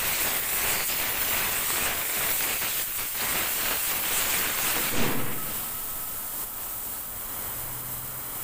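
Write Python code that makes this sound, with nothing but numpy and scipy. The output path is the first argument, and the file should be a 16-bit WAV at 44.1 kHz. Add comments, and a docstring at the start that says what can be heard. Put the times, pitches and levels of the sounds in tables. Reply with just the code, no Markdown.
"""A bright jet hisses at once, and the liquid it draws roars, spits and gaps: a compressed-air spray gun
washes metal parts on a bench in a tiled workshop. Filtered noise makes the air, noise and random drops the liquid.
Near 5 s a draught puffs on the microphone and the spraying stops; air goes on leaking from the gun.
The worker steps up close and his chest reflects the hiss; delayed copies of the gun make all its echoes.
The workshop rumbles underneath, and a low motor hum, a wavering sine with a noisy drone, swells near the end."""
import sys
import numpy as np
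from scipy import signal
from scipy.fft import rfft, irfft, next_fast_len
from scipy.io import wavfile

SR = 44100
rng = np.random.default_rng(int(sys.argv[2]) if len(sys.argv) > 2 else 0)


def generate_wav(sig):
    """Save sig (samples, or channels by samples) to the path in sys.argv[1] as 16-bit PCM at SR."""
    pcm = np.round(np.clip(np.atleast_2d(sig).T, -1, 1) * 32767).astype(np.int16)
    wavfile.write(sys.argv[1], SR, pcm)


N = 371763
TIME = np.arange(N) / SR   # s
FFT_LENGTH = 2 * next_fast_len(N // 2 + 1)
FREQS = np.maximum(np.fft.rfftfreq(FFT_LENGTH, 1 / SR), 1)   # Hz

TRIGGER_OFF_S, TRIGGER_CLOSE_S = 4.89, 0.065   # the trigger is let go, and how long the air takes to shut
NEAR_S, APPROACH_S = 7.37, 0.37   # the worker's chest is close to the microphone, and how long he takes to come


def from_db(db):
    """Decibels to gain."""
    return 10 ** (np.asarray(db) / 20)


def rms_one(x):
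    """Scale to rms 1."""
    return x / np.sqrt(np.mean(x ** 2) + 1e-20)


def curve(rows):
    """A control curve as a value per sample, held beyond its ends."""
    return np.interp(TIME, *np.transpose(rows))


def ramp(end_s, length_s):
    """Rise from 0 to 1, arriving at end_s."""
    return np.clip(1 + (TIME - end_s) / length_s, 0, 1)


def swell(peak_s, attack_s, db, fall_db_per_s, hold_s=0):
    """Envelope: a straight attack, a hold, then a steady fall in dB."""
    falling_s = np.maximum(TIME - peak_s - hold_s, 0)
    return ramp(peak_s, attack_s) * from_db(db - fall_db_per_s * falling_s)


def bumps(rows):
    """Sum of bell shapes given as (middle, length, height)."""
    out = np.zeros(N)
    for middle_s, length_s, height in rows:
        near = slice(*np.searchsorted(TIME, [middle_s - 2 * length_s, middle_s + 2 * length_s]))
        out[near] += height * np.exp(-(2 * (TIME[near] - middle_s) / length_s) ** 2)
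    return out


def shaped(x, response):
    """Filter by a gain per frequency."""
    return irfft(rfft(x, FFT_LENGTH) * response)[:N]


def colour(points):
    """A short spectrum as a gain per frequency, falling 20 dB per octave beyond its ends."""
    hz, db = np.transpose(points)
    octaves_outside = np.abs(np.log2(FREQS / np.clip(FREQS, hz[0], hz[-1])))
    return from_db(np.interp(np.log(FREQS), np.log(hz), db) - 20 * octaves_outside)


def resonance(hz, width_hz):
    """Gain per frequency of one resonance."""
    return 1 / np.sqrt(1 + ((FREQS ** 2 - hz ** 2) / (FREQS * width_hz)) ** 2)


def drift(rate):
    """Smooth chance of spread 1 that changes about rate times a second."""
    pole = np.exp(-40 * np.pi * rate / SR)   # runs at one value per 20 samples
    white = rng.standard_normal(N // 20 + 4002)
    slow = signal.lfilter([1], [1, -2 * pole, pole * pole], white)[4000:]
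    return np.interp(np.arange(N) / 20, np.arange(len(slow)), rms_one(slow))


def noise(response):
    """Smooth coloured noise of rms 1."""
    return rms_one(shaped(rng.standard_normal(N), response))


def turbulent(source, response, eddy_db, count=8):
    """Colour a source; eddies make neighbouring bands swell and sink on their own."""
    # overlapping bands that each carry a like share of the power
    place = np.cumsum(response ** 2) / np.sum(response ** 2) * (count - 1)
    spectrum = rfft(source, FFT_LENGTH) * response
    total = np.zeros(N)
    for k in range(count):
        band = irfft(spectrum * np.maximum(0, 1 - np.abs(place - k)))[:N]
        total += band * from_db(eddy_db * drift(28))
    return rms_one(total)


def droplets(per_s, spread_db):
    """Random impacts, mostly small and now and then large."""
    sizes = from_db(spread_db * np.minimum(rng.exponential(1, N), 4))
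    signs = rng.choice([-1, 1], N)
    return rms_one(sizes * signs * (rng.random(N) < per_s / SR))


# Air flow at the gun while the trigger is held. Each row: time in seconds, level in dB about its usual value.
AIR_FLOW = [(0, 0.5), (1.35, 0), (2.0, -0.8), (2.3, -0.5), (2.8, 0.1), (2.92, -3.5), (3.0, -1.3),
            (3.14, -3), (3.25, 0), (4.05, 0.06), (4.2, 1.3), (4.9, 0.3)]


def air_flow():
    """The strength of the air in dB, which moves both the jet and the liquid it draws."""
    return curve(AIR_FLOW)


# The liquid feed falters. Each row: middle in seconds, length in seconds, dip of the roar in dB,
# dip of the mist in dB.
FEED_GAPS = [(.16, 0.063, 2.5, -3), (.47, 0.24, 3.5, 4), (0.868, 0.059, 10.5, 3.5), (.97, 0.037, 4, 2),
             (1.145, 0.24, 1, 1), (1.668, .09, 3.5, 0), (2.09, 0.12, 5.5, 4), (2.38, .07, 6, 0.5),
             (2.593, 0.047, 7, 2), (2.74, .11, 6, -1.5), (2.853, 0.091, 9, 6), (2.945, 0.079, 8, 10),
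             (3.102, 0.12, 9.5, 5), (3.528, 0.15, 4.5, 2), (3.826, .12, 7, 2.5), (4.02, 0.085, 3, 4),
             (4.558, 0.13, 3, 2), (4.926, 0.084, 5, 2.5)]
# A thick slug of liquid comes through. Each row: middle in seconds, length in seconds, rise in dB.
FEED_SURGES = [(.27, .06, 2), (.71, 0.19, 2), (1.39, 0.13, 2.2), (1.85, 0.08, 3.5), (3.4, .1, 2.5),
               (3.715, 0.043, 2.5), (4.16, 0.045, 1.5), (5.05, 0.11, 1.5)]


def liquid_feed():
    """The liquid feed in dB: slugs lift it and gaps starve it."""
    return bumps(FEED_SURGES) - bumps([(s, length, dip) for s, length, dip, _ in FEED_GAPS])


# Body of the liquid's roar. Each row: frequency in Hz, relative density in dB per Hz.
ROAR_SPECTRUM = [(88, -26), (150, -4.5), (564, -2), (2210, 0), (2800, -2.5), (4200, -12.5), (5460, -20.5),
                 (9240, -120)]
# Fine mist on top of it. Each row: frequency in Hz, relative density in dB per Hz.
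MIST_SPECTRUM = [(2500, 2), (3600, 0), (4400, -.5), (5500, -4), (6800, -2), (7600, 0), (9000, -25)]
RUNS_EMPTY_S = 5.04   # no liquid is left
# roar and mist: level in dB, share of the air flow's swing, fall once empty in dB per s
ROAR_DB, ROAR_FOLLOWS_FLOW, ROAR_FALL_DB_PER_S = -32.5, 0.83, 29.5
MIST_DB, MIST_FOLLOWS_FLOW, MIST_FALL_DB_PER_S = -37, 1.6, 100
MIST_FOLLOWS_SURGE = 0.4   # share of a slug's rise that the mist takes
# liquid returns as fine mist: share of the gap's depth, lag in gap lengths, length in s
FLARE_SHARE, FLARE_LAG, FLARE_S = 0.35, 0.6, 0.071
COARSE_HZ, COARSE_EXTRA_SWING = 900, 0.31   # big drops, below this pitch, follow the feed more strongly


def spray(flow_db, feed_db):
    """Liquid torn into drops in uneven slugs: a roar with a sizzle of mist; both die as the gun runs empty."""
    empty_s = np.maximum(TIME - RUNS_EMPTY_S, 0)
    thinning_db = bumps([(s, length, mist_dip) for s, length, _, mist_dip in FEED_GAPS])
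    flare_db = bumps([(s + FLARE_LAG * length, FLARE_S, FLARE_SHARE * dip) for s, length, dip, _ in FEED_GAPS])
    slugs = drift(68)

    roar_db = ROAR_DB + ROAR_FOLLOWS_FLOW * flow_db + feed_db - ROAR_FALL_DB_PER_S * empty_s
    drops = rng.standard_normal(N) + from_db(-3) * droplets(per_s=2200, spread_db=4.5)
    roar = from_db(roar_db + slugs) * turbulent(drops, colour(ROAR_SPECTRUM), eddy_db=1.2)
    coarse = shaped(roar, 1 / (1 + (FREQS / COARSE_HZ) ** 2))
    fine = roar - coarse

    mist_db = MIST_DB + MIST_FOLLOWS_FLOW * flow_db + MIST_FOLLOWS_SURGE * bumps(FEED_SURGES)
    mist_db = mist_db + flare_db - thinning_db - MIST_FALL_DB_PER_S * empty_s
    sizzle = turbulent(rng.standard_normal(N), colour(MIST_SPECTRUM), eddy_db=1.54, count=4)
    mist = from_db(mist_db + 0.47 * slugs) * sizzle
    return coarse * from_db(COARSE_EXTRA_SWING * feed_db) + fine + mist


# Hiss of the air. 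Each row: frequency in Hz, relative density in dB per Hz.
HISS_SPECTRUM = [(3000, -21), (6000, -17), (7300, -11.5), (9200, -8.5), (11000, -5.5), (12600, -4.5),
                 (14000, -0.5), (15400, 3), (16500, -3)]
# The hiss swells or ducks as the nozzle swings. Each row: middle in seconds, length in seconds, change in dB.
NOZZLE_SWINGS = [(.035, 0.037, -1), (.095, .05, 3), (.165, .06, -3), (.235, .05, 2.5), (.37, .05, 1.5),
                 (.45, .07, -1), (1.22, 0.028, 3.5), (1.34, .1, 2.5), (1.93, 0.11, -2), (2.3, 0.16, 2.5),
                 (2.7, .06, -2.5), (3.53, .04, 1), (4.53, .12, -3)]
# Level of the broad ring near 8.2 kHz that colours the hiss.
# Each row: time in seconds, level in dB before air flow and waver.
HISS_RING = [(0, -39), (.45, -38), (.78, -35), (1.15, -46), (1.4, -38.5), (1.84, -33.5), (1.94, -38.5),
             (2.3, -36.5), (2.7, -39), (3.15, -38.5), (3.36, -36), (3.5, -38), (4.05, -40), (4.15, -35),
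             (4.52, -38.5), (4.68, -36), (4.82, -41), (4.95, -37)]
HISS_DB, LEAK_HISS_DB, LEAK_RING_DB = -28.5, -33, -45.5   # spraying hiss; hiss and ring of the usual leak
RING_CLOSE_S = 0.2   # the ring sinks more slowly than the hiss once the trigger is let go
LEAK_BODY_FOLLOWS = 1.5   # share of the leak's swing in its ring, sizzle and rush


def jet(flow_db, leak_db):
    """Turbulent air hisses, coloured by a broad ring with a narrow core; it drops to a leak on release."""
    shut = ramp(TRIGGER_OFF_S + TRIGGER_CLOSE_S, TRIGGER_CLOSE_S)
    hiss_db = (1 - shut) * (HISS_DB + flow_db + bumps(NOZZLE_SWINGS)) + shut * (LEAK_HISS_DB + leak_db)
    hiss = from_db(hiss_db) * turbulent(rng.standard_normal(N), colour(HISS_SPECTRUM), eddy_db=0.75)

    sunk = ramp(TRIGGER_OFF_S + RING_CLOSE_S, RING_CLOSE_S)
    spraying_ring_db = curve(HISS_RING) + flow_db + 2.0 * drift(10)
    leaking_ring_db = LEAK_RING_DB + LEAK_BODY_FOLLOWS * leak_db
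    broad = noise(resonance(8220, 1540) ** 1.2)
    core = from_db(-10) * noise(resonance(8210, 300) ** 2)
    ring = from_db((1 - sunk) * spraying_ring_db + sunk * leaking_ring_db) * (broad + core)

    flutter_db, sway_db = 0.5 * drift(28), 0.5 * drift(6)
    return (hiss + ring) * from_db(flutter_db + sway_db)


def buffets(feed_db):
    """Air stirred by the spray reaches the microphone in low lumps while the trigger is held."""
    held = 1 - ramp(TRIGGER_OFF_S + TRIGGER_CLOSE_S, TRIGGER_CLOSE_S)
    lumps = noise(colour([(8, 9.5), (25, -8), (60, -7.5), (130, -9)]))   # (Hz, relative dB)
    return held * from_db(-43.5 + 1.14 * feed_db) * lumps


# The rumble of the workshop comes forward once the spraying stops. Each row: time in seconds, level in dB.
RUMBLE_LEVEL = [(0, -57), (3, -63), (4.8, -57), (5.6, -47), (6.7, -50.5), (7.5, -46.5), (8.43, -48.5)]
# Its tone at the microphone. 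Each row: frequency in Hz, relative density in dB per Hz.
RUMBLE_SPECTRUM = [(8.8, -29), (15, 1), (32, -4), (70, -10.5), (107, -5.5), (140, -11), (198, -12),
                   (231, -12), (300, -14), (390, -58), (660, -120)]


def workshop():
    """Rumble with a deep machine throb, and a motor that swells with a hum and a rough drone."""
    throb = from_db(-7) * noise(resonance(22.4, 6.5) ** 2)
    rumble = from_db(curve(RUMBLE_LEVEL)) * (noise(colour(RUMBLE_SPECTRUM)) + throb)
    hum_hz = 124.5 + drift(4.7)
    hum = from_db(1.5) * np.sin(2 * np.pi * np.cumsum(hum_hz) / SR)
    drone = from_db(-13) * noise(resonance(184, 70) ** 2)
    motor = swell(peak_s=7.66, attack_s=0.3, db=-45.5, fall_db_per_s=15, hold_s=0.34)
    return rumble + motor * (hum + drone)


def echo(x, delay_s):
    """Read a signal late by a delay that may move."""
    return np.interp(TIME - delay_s, TIME, x, left=0)


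# Echoes off the tiles and the bench, 1 to 10 m of extra path to the microphone.
# Each row: delay in seconds about which it drifts, level in dB.
ROOM_ECHOES = [(.0031, -34.5), (.0056, -39), (.0089, -23), (.0137, -23), (0.02, -21.5), (.0304, -17.5)]


def reflections(x):
    """Hard surfaces shift their echoes as things move; small near ones return only the treble."""
    room = sum(from_db(db) * echo(x, delay * (1 + 0.03006 * drift(0.298))) for delay, db in ROOM_ECHOES)
    treble = signal.sosfilt(signal.butter(1, 2500, "high", fs=SR, output="sos"), x)
    # the nozzle is waved over the parts, so their echo, with about 0.2 m of extra path, swishes
    waving = np.clip((5.4 - TIME) / 0.28, 0, 1)
    parts = waving * from_db(-14) * echo(treble, 0.000606 * np.exp(0.353 * drift(0.87)))
    # the worker's chest: about 0.34 m of extra path
    chest = ramp(NEAR_S, APPROACH_S) * from_db(-12) * echo(treble, 0.000993)
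    return x + room + parts + chest


# Large drops spat from the nozzle. Each row: start in seconds, level in dB before a common cut of 9 dB.
LARGE_DROPS = [(0.274, -14), (0.9, -19), (1.704, -9), (2.098, -13), (2.172, -16), (2.213, -20),
               (2.314, -10), (2.408, -10), (3.152, -22.5), (4.589, -12)]


def spits(decay_s=0.0012):
    """A large drop bursts in a few milliseconds: noise about 1400 Hz that starts at once and dies away."""
    burst = np.zeros(N)
    for start_s, db in LARGE_DROPS:
        at = round(start_s * SR)
        burst[at:] += from_db(db - 9) * np.exp(-np.minimum(TIME[:N - at] / decay_s, 20))
    return burst * noise(resonance(1400, 2000) ** 2)


# The jet whistles over edges of the parts. Each row: start in seconds, length in seconds, first pitch in Hz,
# last pitch in Hz, level in dB at the middle.
EDGE_WHISTLES = [(0.722, 0.16, 4670, 4550, -42), (0.868, 0.094, 4400, 5440, -41),
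                 (3.19, 0.041, 4000, 4900, -35.5), (4.13, .26, 7270, 6980, -40),
                 (4.587, 0.087, 6400, 6500, -38)]


def edge_tones(width_hz=340):
    """Breathy whistles that glide as the jet crosses an edge: tones blurred by random amplitude and phase."""
    out = np.zeros(N)
    in_phase, quadrature = drift(width_hz), drift(width_hz)
    for start_s, length_s, first_hz, last_hz, db in EDGE_WHISTLES:
        progress = np.clip((TIME - start_s) / length_s, 0, 1)
        phase = 2 * np.pi * np.cumsum(first_hz + (last_hz - first_hz) * progress) / SR
        breath = in_phase * np.cos(phase) + quadrature * np.sin(phase)
        out += from_db(db) * np.sin(np.pi * progress) * breath
    return out


# Draughts hit the microphone. Each row: peak in seconds, attack in seconds, level in dB before flutter,
# fall in dB per second, hold in seconds.
DRAUGHTS = [(4.775, 0.027, -34, 170, .008), (4.998, 0.098, -28, 39, 0.075)]
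# Low roar of a draught on the microphone. Each row: frequency in Hz, relative density in dB per Hz.
PUFF_SPECTRUM = [(18, -32), (30, 0), (32, -14), (54, -9), (86, -11), (136, 4), (172, -5.5), (221, -0.5),
                 (421, -5.5), (487, -4), (548, -15), (916, -10.5), (1000, -8.5), (1300, -16), (2200, -120)]


def puff(gust_s=5.03):
    """Draughts buffet the microphone: a hollow low roar that dulls as it dies, and one slow push of pressure."""
    hollow = noise(colour(PUFF_SPECTRUM))
    hollow = hollow + from_db(-11) * noise(resonance(488, 45) ** 2)
    hollow = hollow + from_db(-9.5) * noise(resonance(260, 111) ** 2)
    # the part above 300 Hz is lost first
    deep = shaped(hollow, 1 / (1 + (FREQS / 300) ** 4))
    dulled = deep + (hollow - deep) * np.exp(-1.2 * np.maximum(TIME - gust_s, 0))
    draught = sum(swell(*row) for row in DRAUGHTS)
    roar = draught * dulled * from_db(0.84 * drift(40) - 0.8)

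    gust = from_db(-17) * np.exp(-((TIME - gust_s) / 0.08) ** 2)
    # the capsule's vent lets steady pressure out
    push = signal.sosfilt(signal.butter(2, 0.6, "high", fs=SR, output="sos"), gust)
    return roar + push


# Air leaking from the resting gun. Each row: time in seconds, level in dB about its usual value.
LEAK_FLOW = [(4.97, -3), (5.03, 0.7), (5.3, -1.5), (5.47, 2.5), (5.8, 0), (6.08, -0.3), (6.17, 1),
             (6.3, -1), (6.435, 2.5), (6.455, -2.5), (6.52, -1.3), (6.6, 1), (6.78, -0.8), (6.95, 0.5),
             (7.07, -2), (7.42, 0.6), (7.8, -1.5), (8.2, -1.6), (8.43, 0)]


def leak_flow():
    """The strength of the leak in dB, which moves all its layers but the whistle and the last spurt."""
    return curve(LEAK_FLOW)


# Sizzle of the leak. Each row: frequency in Hz, relative density in dB per Hz.
LEAK_SIZZLE_SPECTRUM = [(2000, -5), (3000, 3.5), (3500, 1.5), (4100, -1), (5500, -4), (6500, -12),
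                        (8000, -12.5)]
# Duller rush of the leak. Each row: frequency in Hz, relative density in dB per Hz.
LEAK_RUSH_SPECTRUM = [(200, -5.5), (400, -2.5), (650, -0.5), (1000, 1), (1400, -1.5), (1900, -5.5),
                      (2600, -11), (3200, -12)]
SPURT_S, SPURT_ATTACK_S = 5.51, 0.14   # the last liquid is blown out


def leak(leak_db):
    """Under the resting gun's hiss: a sizzle that opens with a last spurt, a duller rush, a fading whistle."""
    strength = ramp(SPURT_S, SPURT_ATTACK_S) * from_db(LEAK_BODY_FOLLOWS * leak_db)
    spurt = swell(SPURT_S, SPURT_ATTACK_S, db=-44.5, fall_db_per_s=27)
    sizzle = np.hypot(spurt, strength * from_db(-52.9)) * noise(colour(LEAK_SIZZLE_SPECTRUM))
    # the rush gains 3 dB when the worker is near
    rush_db = -45.5 + 3 * ramp(NEAR_S, APPROACH_S)
    rush = strength * from_db(rush_db) * noise(colour(LEAK_RUSH_SPECTRUM))
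    whistle = swell(peak_s=5.2, attack_s=0.14, db=-46.5, fall_db_per_s=7) * noise(resonance(1289, 50) ** 2)
    return sizzle + rush + whistle


def scene():
    """Air flow, liquid feed and leak drive the gun; one microphone hears it all, so both channels are alike."""
    flow_db, feed_db, leak_db = air_flow(), liquid_feed(), leak_flow()
    gun = spray(flow_db, feed_db) + jet(flow_db, leak_db) + spits() + edge_tones() + leak(leak_db)
    mono = reflections(gun) + buffets(feed_db) + workshop() + puff()
    return np.array([mono, mono])


def record(dry):
    """The top is cut steeply, over 100 Hz about 15550 Hz."""
    passband = np.clip((15550 - FREQS) / 100 + 0.5, 0, 1)
    return np.array([shaped(channel, passband) for channel in dry])


dry = scene()
out = record(dry)
generate_wav(out)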